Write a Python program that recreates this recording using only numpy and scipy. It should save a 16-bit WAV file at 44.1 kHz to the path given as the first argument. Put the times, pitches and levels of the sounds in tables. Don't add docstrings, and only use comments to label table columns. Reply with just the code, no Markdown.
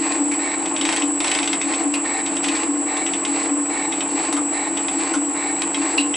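import sys
import numpy as np
from scipy import signal
from scipy.fft import rfft, irfft
from scipy.io import wavfile

SR = 44100
rng = np.random.default_rng(int(sys.argv[2]) if len(sys.argv) > 2 else 0)


def materialize(psi):
    bounded = np.clip(np.atleast_2d(psi).T, -1, 1)
    quanta = np.round(bounded * 32767).astype(np.int16)
    wavfile.write(sys.argv[1], SR, quanta)


N = 271656
TIME = np.arange(N) / SR
BINS = np.fft.rfftfreq(N, 1 / SR)

STROKE_S = .8268
TEETH, SHAFT_TURNS = 80, 16
EDGE_HZ = 11030
EASE_DB_PER_S = 0.21

CARRIER_HZ, DRIVE_HZ, SLOT_HZ = 7823.35, 50.06, 743.5
# [supply_multiple, slot_multiple, level_db, left_over_right_db]
WHINE_TONES = [(-11, 0, -45, 1), (-8, 0, -53, -1), (-7, 0, -50, -1), (-5, 0, -35, 6), (-4, 0, -44, 1),
               (-3, 0, -42, 0), (-1, 0, -48, -4), (0, 0, -54, 3), (1, 0, -28, -2), (2, 0, -45, 1),
               (3, 0, -51, 0), (4, 0, -44, -1), (5, 0, -36, 0), (6, 0, -51, 2), (7, 0, -46, -3),
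               (8, 0, -55, 1), (-1, -1, -58, 0), (1, -1, -52, 0), (5, -1, -54, 4), (-5, 1, -51, -2),
               (-1, 1, -45, -1), (1, 1, -49, 0)]
# [pitch_hz, level_db]
MOTOR_HUM = (53.3, -67)

# [pitch_hz, idle_level_db, pitch_sway_hz, beat_with_shaft (0-1)]
CASTING_MODES = [(288.3, -33.5, 3.16, 0), (324.8, -37.5, 5.3, 0.44)]
# [start_s, length_s, lower_mode_db, upper_mode_db]
GEAR_LOADS = [(.005, 0.065, -48, -29.5), (0.127, .035, -44, -27), (0.211, 0.11, -25.5, -35.5),
              (0.358, 0.023, -29.5, -31.5), (.53, 0.073, -33, -32.5), (0.63, 0.096, -33.5, -32.5),
              (0.792, 0.063, -26, -30.5)]
LOAD_ATTACK_S, LOAD_RELEASE_S = .025, 0.031
BEAT_S, BEAT_WIDTH_S, BEAT_DB = 0.2168, 0.015, -20.5

# [multiple, middle_level_db, moment_s, swing_db]
TOOTH_TONES = [(1, -62.5, 0.7, 2), (2, -53.5, 0.71, 7), (5, -53, .24, 10.5), (8, -49, 0.52, 8.5),
               (11, -50, 0.54, -11)]

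# [start_s, length_s, gear_rumble_db, slide_hiss_db, treble_over_hiss_db]
SLIDE_RUBS = [(0.379, 0.17, -31.5, -33, 1), (0.577, 0.13, -42, -41.5, 3), (0.761, 0.073, -36, -38.5, 4),
              (0.0043, 0.15, -30.5, -32, 1)]
RUB_ATTACK_S, RUB_RELEASE_S = 0.03, 0.029
IDLE_RUMBLE_DB, IDLE_HISS_DB, IDLE_BRIGHT_DB = -32, -50, 6.5
# [from_s, to_s]
QUICK_RETURN = (0.38, .62)
# [pitch_hz, relative_level_db]
RUMBLE_COLOUR = [(40, -47), (150, -15.5), (250, -13), (370, 3), (480, -0.5), (570, -2), (680, 1.5),
                 (790, 1), (960, -1.5), (1060, -0.5), (1250, -4.5), (1600, -7.5), (2700, -9), (3300, -17.5),
                 (6000, -57)]
# [pitch_hz, width_hz, level_db]
COLUMN_PANELS = [(450, 20, -6), (619, 11, -4), (771, 22, 3), (864, 41, 2.5), (1061, 16.4, 3)]
# [pitch_hz, relative_level_db]
RETURN_COLOUR = [(400, -30), (1500, -20), (1720, -5.5), (1830, 10), (1950, -4), (2200, 4.5), (2400, -5.5),
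                 (2700, -4), (3000, -22), (3400, -12.5), (4050, -2.5), (4700, -16), (5600, -16.5),
                 (11000, -33.5)]
# [pitch_hz, width_hz, level_db]
RAM_MODES = [(1880, 58, -14), (2020, 81, -1), (2274, 67, 6.5), (4720, 160, 0)]
# [pitch_hz, relative_level_db]
CUT_COLOUR = [(100, -47), (500, -24), (1500, -8.5), (1850, 2), (2150, 2), (2700, 1.5), (3000, -9.5),
              (3400, -9), (4300, -4), (5000, -10), (5700, -15.5), (8000, -9), (11000, -34)]

# [pitch_hz, relative_level_db]
FLOOR_COLOUR = [(20, -9), (38, -9), (54, -2), (72, -2), (110, -7), (160, 11.5), (400, -25), (2000, -4.5),
                (6500, -8.5), (7300, 4.5), (7900, 14), (8500, 7), (9500, -8), (11000, -64)]

# [start_s, snap_db, ring_db, ring_pitch_hz, ring_width_hz, ring_60db_fall_s]
CHIP_SNAPS = [(0.3138, -30, -26.5, 2270, 500, 0.14), (.335, -32, -34, 2450, 300, 0.088),
              (1.9384, -22.5, -26, 2630, 500, 0.16), (1.955, -43, -27.5, 1110, 604, 0.19),
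              (4.326, -24.5, -31, 1114, 600, 0.13), (4.366, -30, -26, 1148, 600, 0.18),
              (5.1374, -28.5, -25, 1446, 202.3, 0.11), (5.139, -35, -34, 6100, 500, 0.11),
              (5.15, -33, -30, 1162, 690, .12), (5.977, -24, -24, 4060, 864, 0.15),
              (5.982, -44, -13.5, 2757, 130.5, 0.077), (6.007, -33, -29, 2900, 130, 0.14),
              (6.137, -49, -27, 2900, 502, .1)]
# [pitch_hz, relative_level_db]
SCRAPE_COLOUR = [(80, -46), (300, -24), (900, 0.5), (1500, -4.5), (2100, 2), (2600, -0.5), (3600, -1.5),
                 (4600, -3), (6800, -8.5), (9300, -4.5), (11000, -20.5)]

# [start_s, level_db, treble_crack_db]
PAWL_CLICKS = [(0.6577, -14.5, -3), (0.7637, -10, -5.5), (0.79, -21, -6), (0.812, -8, -2), (0.852, -9, 1),
               (0.8894, -7.5, 1), (0.926, -11, 4), (0.963, -11.5, 5.5), (1.021, -9.5, -8),
               (1.2036, -11.5, 4), (1.2439, -9.5, 1.5), (1.28, -11.5, 1), (1.3148, -5.5, -2.5),
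               (1.3498, -11, 5.5), (1.388, -8, -0.5), (1.429, -8, -3), (1.4751, -9, -2.5), (1.53, -9.5, 2),
               (1.6141, -9, -3), (1.736, -11, -5), (2.2622, -10.5, -3.5), (2.3671, -12, -1),
               (2.4418, -9.5, 1), (2.485, -7.5, -2), (2.5514, -16, -1), (2.566, -20.5, 6.5),
               (2.969, -12.5, -4), (3.064, -11, -5.5), (3.1354, -9.5, -8), (3.25, -10, -2),
               (3.923, -9, -10), (4.0067, -9.5, -5.5), (4.772, -11, -1.5), (4.8835, -10.5, -2),
               (5.619, -12, 3.5), (5.745, -7.5, -8), (6.14, -7.5, -19)]
# [pitch_hz, level_db, 60db_fall_s]
WHEEL_MODES = [(2060, 3, 0.021), (2065, -4.5, 0.027), (2416, -2.5, .05), (2553, 2, 0.095),
               (2695, 1.5, 0.042), (2966, 5.5, 0.014), (3170, -5, 0.07), (3313, 4.5, 0.032),
               (3523, 3, 0.031), (3730, -14, 0.091), (3820, 0, 0.03), (4260, -16, .03), (5530, -2.5, 0.026),
               (6060, -4, 0.027)]
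# [start_s, length_s, starting_level_db]
FEED_TURNS = [(.82, 0.22, -31), (1.216, 0.33, -28.5), (2.419, 0.038, -25)]
FEED_ATTACK_S, FEED_RELEASE_S, FEED_SAG_DB_PER_S = 0.056, 0.029, 25

# [pitch_hz, likeness (0-1)]
LIKENESS = [(50, 0.25), (300, 0.85), (600, 0.7), (1200, 0.83), (2500, 0.8), (8000, 0.9)]
# [pitch_hz, left_over_right_db]
BALANCE = [(50, 6.5), (330, 1), (700, 2.5), (1300, 0.5), (8000, -1)]
# [pitch_hz, 60db_fall_s]
WORKSHOP_ECHO = [(300, 0.25), (2500, 0.25), (9000, 0.079)]


def amp(db):
    return 10 ** (np.asarray(db) / 20)


def unit(x):
    return x / np.sqrt(np.mean(x ** 2) + 1e-20)


def read(points, hz):
    f, value = np.transpose(points)
    return np.interp(np.log(hz + 1), np.log(f + 1), value)


def add(mix, s, sound):
    part = mix[:, round(s * SR):][:, :sound.shape[-1]]
    part += sound[..., :part.shape[1]]


def wander(rate_hz):
    knots = np.arange(0, TIME[-1] + 1, .5 / rate_hz)
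    return unit(np.interp(TIME, knots, rng.standard_normal(len(knots))))


def pan(db):
    return amp(np.array([[.5], [-.5]]) * db)


def peak(hz, width_hz):
    return 1 / np.sqrt(1 + (2 * (BINS - hz) / width_hz) ** 2)


def resonances(modes):
    return 1 + sum(amp(db) * peak(hz, width) ** 2 for hz, width, db in modes)


def noise(gain):
    common, apart = rfft(rng.standard_normal((2, N)))
    like = np.clip(read(LIKENESS, BINS), 0, 1)
    sides = np.array([[1], [-1]])
    pair = np.sqrt(1 + like) * common + sides * np.sqrt(1 - like) * apart
    return unit(irfft(pair * gain * pan(read(BALANCE, BINS)), N))


def snippet(x, size):
    return x[:, rng.integers(N - size):][:, :size]


def grit(per_s, depth_db, decay_s=0.0011):
    catches = (rng.random(N) < per_s / SR) * np.minimum(rng.exponential(1, N), 3)
    jumps = signal.lfilter([1], [1, -np.exp(-1 / (decay_s * SR))], catches)
    return unit(1 + amp(depth_db) * jumps)


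def swell(t, length_s, attack_s, release_s):
    return np.clip(t / attack_s, 0, 1) * np.exp(-np.maximum(t - length_s, 0) / release_s)


def every_stroke(starts, lengths, levels_db, idle_db, attack_s, release_s):
    swells = [amp(db) * swell((TIME - s) % STROKE_S, length, attack_s, release_s)
              for s, length, db in zip(starts, lengths, levels_db)]
    return np.sqrt(amp(idle_db) ** 2 + np.sum(np.square(swells), 0))


def gear_wear(count):
    marks = rng.standard_normal(count)
    marks = unit(marks - marks.mean())
    return np.interp(count * TIME / STROKE_S, np.arange(count), marks, period=count)


def shaft(top_s):
    return np.cos(2 * np.pi * SHAFT_TURNS * (TIME - top_s) / STROKE_S)


def easing():
    return amp(-EASE_DB_PER_S * (TIME - TIME.mean()))


def motor(left_lead_rad=0.23, hum_drift_rad=0.73, waver_rad=0.097, flutter=0.085, side_flutter=.07):
    sway = [wander(8) for _ in range(4)]
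    sides = np.array([[1], [-1]])
    lead = np.array([[left_lead_rad], [0]])
    whine = np.zeros((2, N))
    for k, (supply, slots, db, side_db) in enumerate(WHINE_TONES):
        hz = CARRIER_HZ + supply * DRIVE_HZ + slots * SLOT_HZ
        pitch_sway, level_sway, side_sway = (sway[(k + step) % len(sway)] for step in range(3))
        phase = 2 * np.pi * (hz * TIME + rng.random()) + waver_rad * pitch_sway
        level = 1 + flutter * level_sway + sides * side_flutter * side_sway
        whine += pan(side_db) * amp(db) * level * np.sin(phase + lead)
    hum_hz, hum_db = MOTOR_HUM
    hum = amp(hum_db) * np.sin(2 * np.pi * hum_hz * TIME + hum_drift_rad * wander(2.6))
    return np.sqrt(2) * (whine + pan(read(BALANCE, hum_hz)) * hum)


def casting(rough=0.39, rough_width_hz=50, side_db=3.5, left_lead_rad=0.2, shaft_top_s=0.221):
    starts, lengths, *levels_db = np.transpose(GEAR_LOADS)
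    beat = amp(BEAT_DB) * np.exp(-((TIME % STROKE_S - BEAT_S) / BEAT_WIDTH_S) ** 2)
    lead = np.array([[left_lead_rad], [0]])
    out = np.zeros((2, N))
    for (hz, idle_db, sway_hz, throb), load_db, boom in zip(CASTING_MODES, levels_db, (beat, 0)):
        load = every_stroke(starts, lengths, load_db, idle_db, LOAD_ATTACK_S, LOAD_RELEASE_S)
        level = load * (1 + throb * shaft(shaft_top_s)) + boom
        cycles = np.cumsum(hz + sway_hz * gear_wear(count=24)) / SR
        per_stroke = cycles[round(STROKE_S * SR)]
        cycles = cycles * round(per_stroke) / per_stroke
        tone = np.sqrt(2) * level * np.sin(2 * np.pi * (cycles + rng.random()) + lead)
        backlash = rough * level.mean() * noise(peak(hz, rough_width_hz) ** 2)
        out += pan(side_db) * tone + backlash
    return out * easing()


def mesh(jitter_rad=0.94, side_db=3):
    teeth_passed = TEETH * TIME / STROKE_S
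    out = np.zeros(N)
    for multiple, db, moment_s, swing_db in TOOTH_TONES:
        level = amp(db + swing_db * np.cos(2 * np.pi * (TIME - moment_s) / STROKE_S))
        phase = 2 * np.pi * (multiple * teeth_passed + rng.random()) + jitter_rad * wander(7.6)
        out += level * np.sin(phase)
    return np.sqrt(2) * pan(side_db) * out


def ram(return_db=1, shaft_db=0.24, shaft_top_s=0.033, tooth_db=0.15, wear_db=2.0, grit_db=-3,
        bright_hz=3300):
    starts, lengths, rumble_db, hiss_db, bright_db = np.transpose(SLIDE_RUBS)

    def rubs(levels_db, idle_db):
        return every_stroke(starts, lengths, levels_db, idle_db, RUB_ATTACK_S, RUB_RELEASE_S)

    throb_db = shaft_db * shaft(shaft_top_s)
    throb_db = throb_db + tooth_db * np.cos(2 * np.pi * TEETH * TIME / STROKE_S)
    throb_db = throb_db + wear_db * gear_wear(count=TEETH)
    body = amp(read(RUMBLE_COLOUR, BINS)) * resonances(COLUMN_PANELS)
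    rumble = noise(body) * rubs(rumble_db, IDLE_RUMBLE_DB) * amp(throb_db)

    moment = TIME % STROKE_S
    returning = (moment > QUICK_RETURN[0]) & (moment < QUICK_RETURN[1])
    rasp = amp(read(RETURN_COLOUR, BINS)) * resonances(RAM_MODES)
    hiss = np.where(returning, amp(return_db) * noise(rasp), noise(amp(read(CUT_COLOUR, BINS))))
    treble = irfft(rfft(hiss) / (1 + (bright_hz / (BINS + 1)) ** 8), N)
    low_part = (hiss - treble) * rubs(hiss_db, IDLE_HISS_DB)
    high_part = treble * rubs(hiss_db + bright_db, IDLE_HISS_DB + IDLE_BRIGHT_DB)
    return rumble + (low_part + high_part) * easing() * grit(200, grit_db)


def background(level_db=-39):
    return amp(level_db) * noise(amp(read(FLOOR_COLOUR, BINS)))


def chips(snap_s=0.014, grit_db=3, fizz_db=-9, fizz_hz=9500):
    fizz = amp(fizz_db) * noise(peak(fizz_hz, 2500) ** 2)
    scrape = (noise(amp(read(SCRAPE_COLOUR, BINS))) + fizz) * amp(grit_db * wander(300))
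    t = np.arange(SR // 4) / SR
    out = np.zeros((2, N))
    for s, snap_db, ring_db, hz, width_hz, fall_s in CHIP_SNAPS:
        ring = snippet(noise(peak(hz, width_hz) ** 2), len(t)) * amp(ring_db - 60 * t / fall_s)
        snap = snippet(scrape, len(t)) * amp(snap_db) * np.exp(-t / snap_s)
        add(out, s, (snap + ring) * (1 - np.exp(-t / 0.00028)))
    return out


def feed_screw(scrape, grit_db=3):
    rub = np.zeros(N)
    for s, length, db in FEED_TURNS:
        sagging_db = db - FEED_SAG_DB_PER_S * np.maximum(TIME - s, 0)
        rub += amp(sagging_db) * swell(TIME - s, length, FEED_ATTACK_S, FEED_RELEASE_S)
    return scrape * rub * grit(250, grit_db)


def feed(ring_db=-11, crack_db=-2, crack_s=0.0012, rattle_db=-15, rattle_s=0.0086,
         rattle_width_hz=130, scatter_db=2, bounce=0.43, bounce_s=0.0046):
    scrape = noise(amp(read(SCRAPE_COLOUR, BINS)))
    chatter = noise(sum(amp(db) * peak(hz, rattle_width_hz) ** 2 for hz, db, _ in WHEEL_MODES))
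    out = feed_screw(scrape)
    t = np.arange(SR // 10) / SR
    hz, db, fall_s = np.transpose(WHEEL_MODES)[:, :, None]
    for s, click_db, treble_db in PAWL_CLICKS:
        size, detune, phase = rng.standard_normal((3, len(hz), 1))
        fade = amp(db + scatter_db * size - 60 * t / fall_s)
        tones = fade * np.sin(2 * np.pi * (hz * (1 + 0.0084 * detune) * t + phase))
        ring = tones.sum(0) / np.linalg.norm(fade[:, 0])
        gap = bounce_s * rng.uniform(0.62, 1.1)
        blows = sum(bounce ** k * (t >= k * gap) * np.exp(-abs(t - k * gap) / crack_s)
                    for k in range(3))
        crack = snippet(scrape, len(t)) * amp(treble_db + crack_db) * blows
        rattle = snippet(chatter, len(t)) * amp(rattle_db) * np.exp(-t / rattle_s)
        click = amp(click_db) * (amp(ring_db) * ring + crack + rattle)
        add(out, s, click * (1 - np.exp(-t / 0.0005)))
    return out


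def room(x, first_s=.004, shared=0.59):
    taps = rng.standard_normal((2, SR // 2)) * (rng.random((2, SR // 2)) < 2500 / SR)
    taps = taps + shared * taps[::-1]
    hz, t, bands = signal.stft(taps, SR, nperseg=256)
    fade = (t > first_s) * amp(-60 * t / read(WORKSHOP_ECHO, hz)[:, None])
    tail = signal.istft(bands * fade, SR, nperseg=256)[1]
    return signal.fftconvolve(x, tail / np.linalg.norm(tail[0]), axes=1)[:, :N]


def scene(room_db=-7):
    machine = motor() + casting() + mesh() + ram()
    floor = background()
    metal = chips() + feed()
    return machine + floor + metal + amp(room_db) * room(metal)


def record(dry):
    low_pass = signal.firwin(401, EDGE_HZ, window=("kaiser", 8), fs=SR)
    return signal.oaconvolve(dry, low_pass[None], "same")


dry = scene()
out = record(dry)
materialize(out)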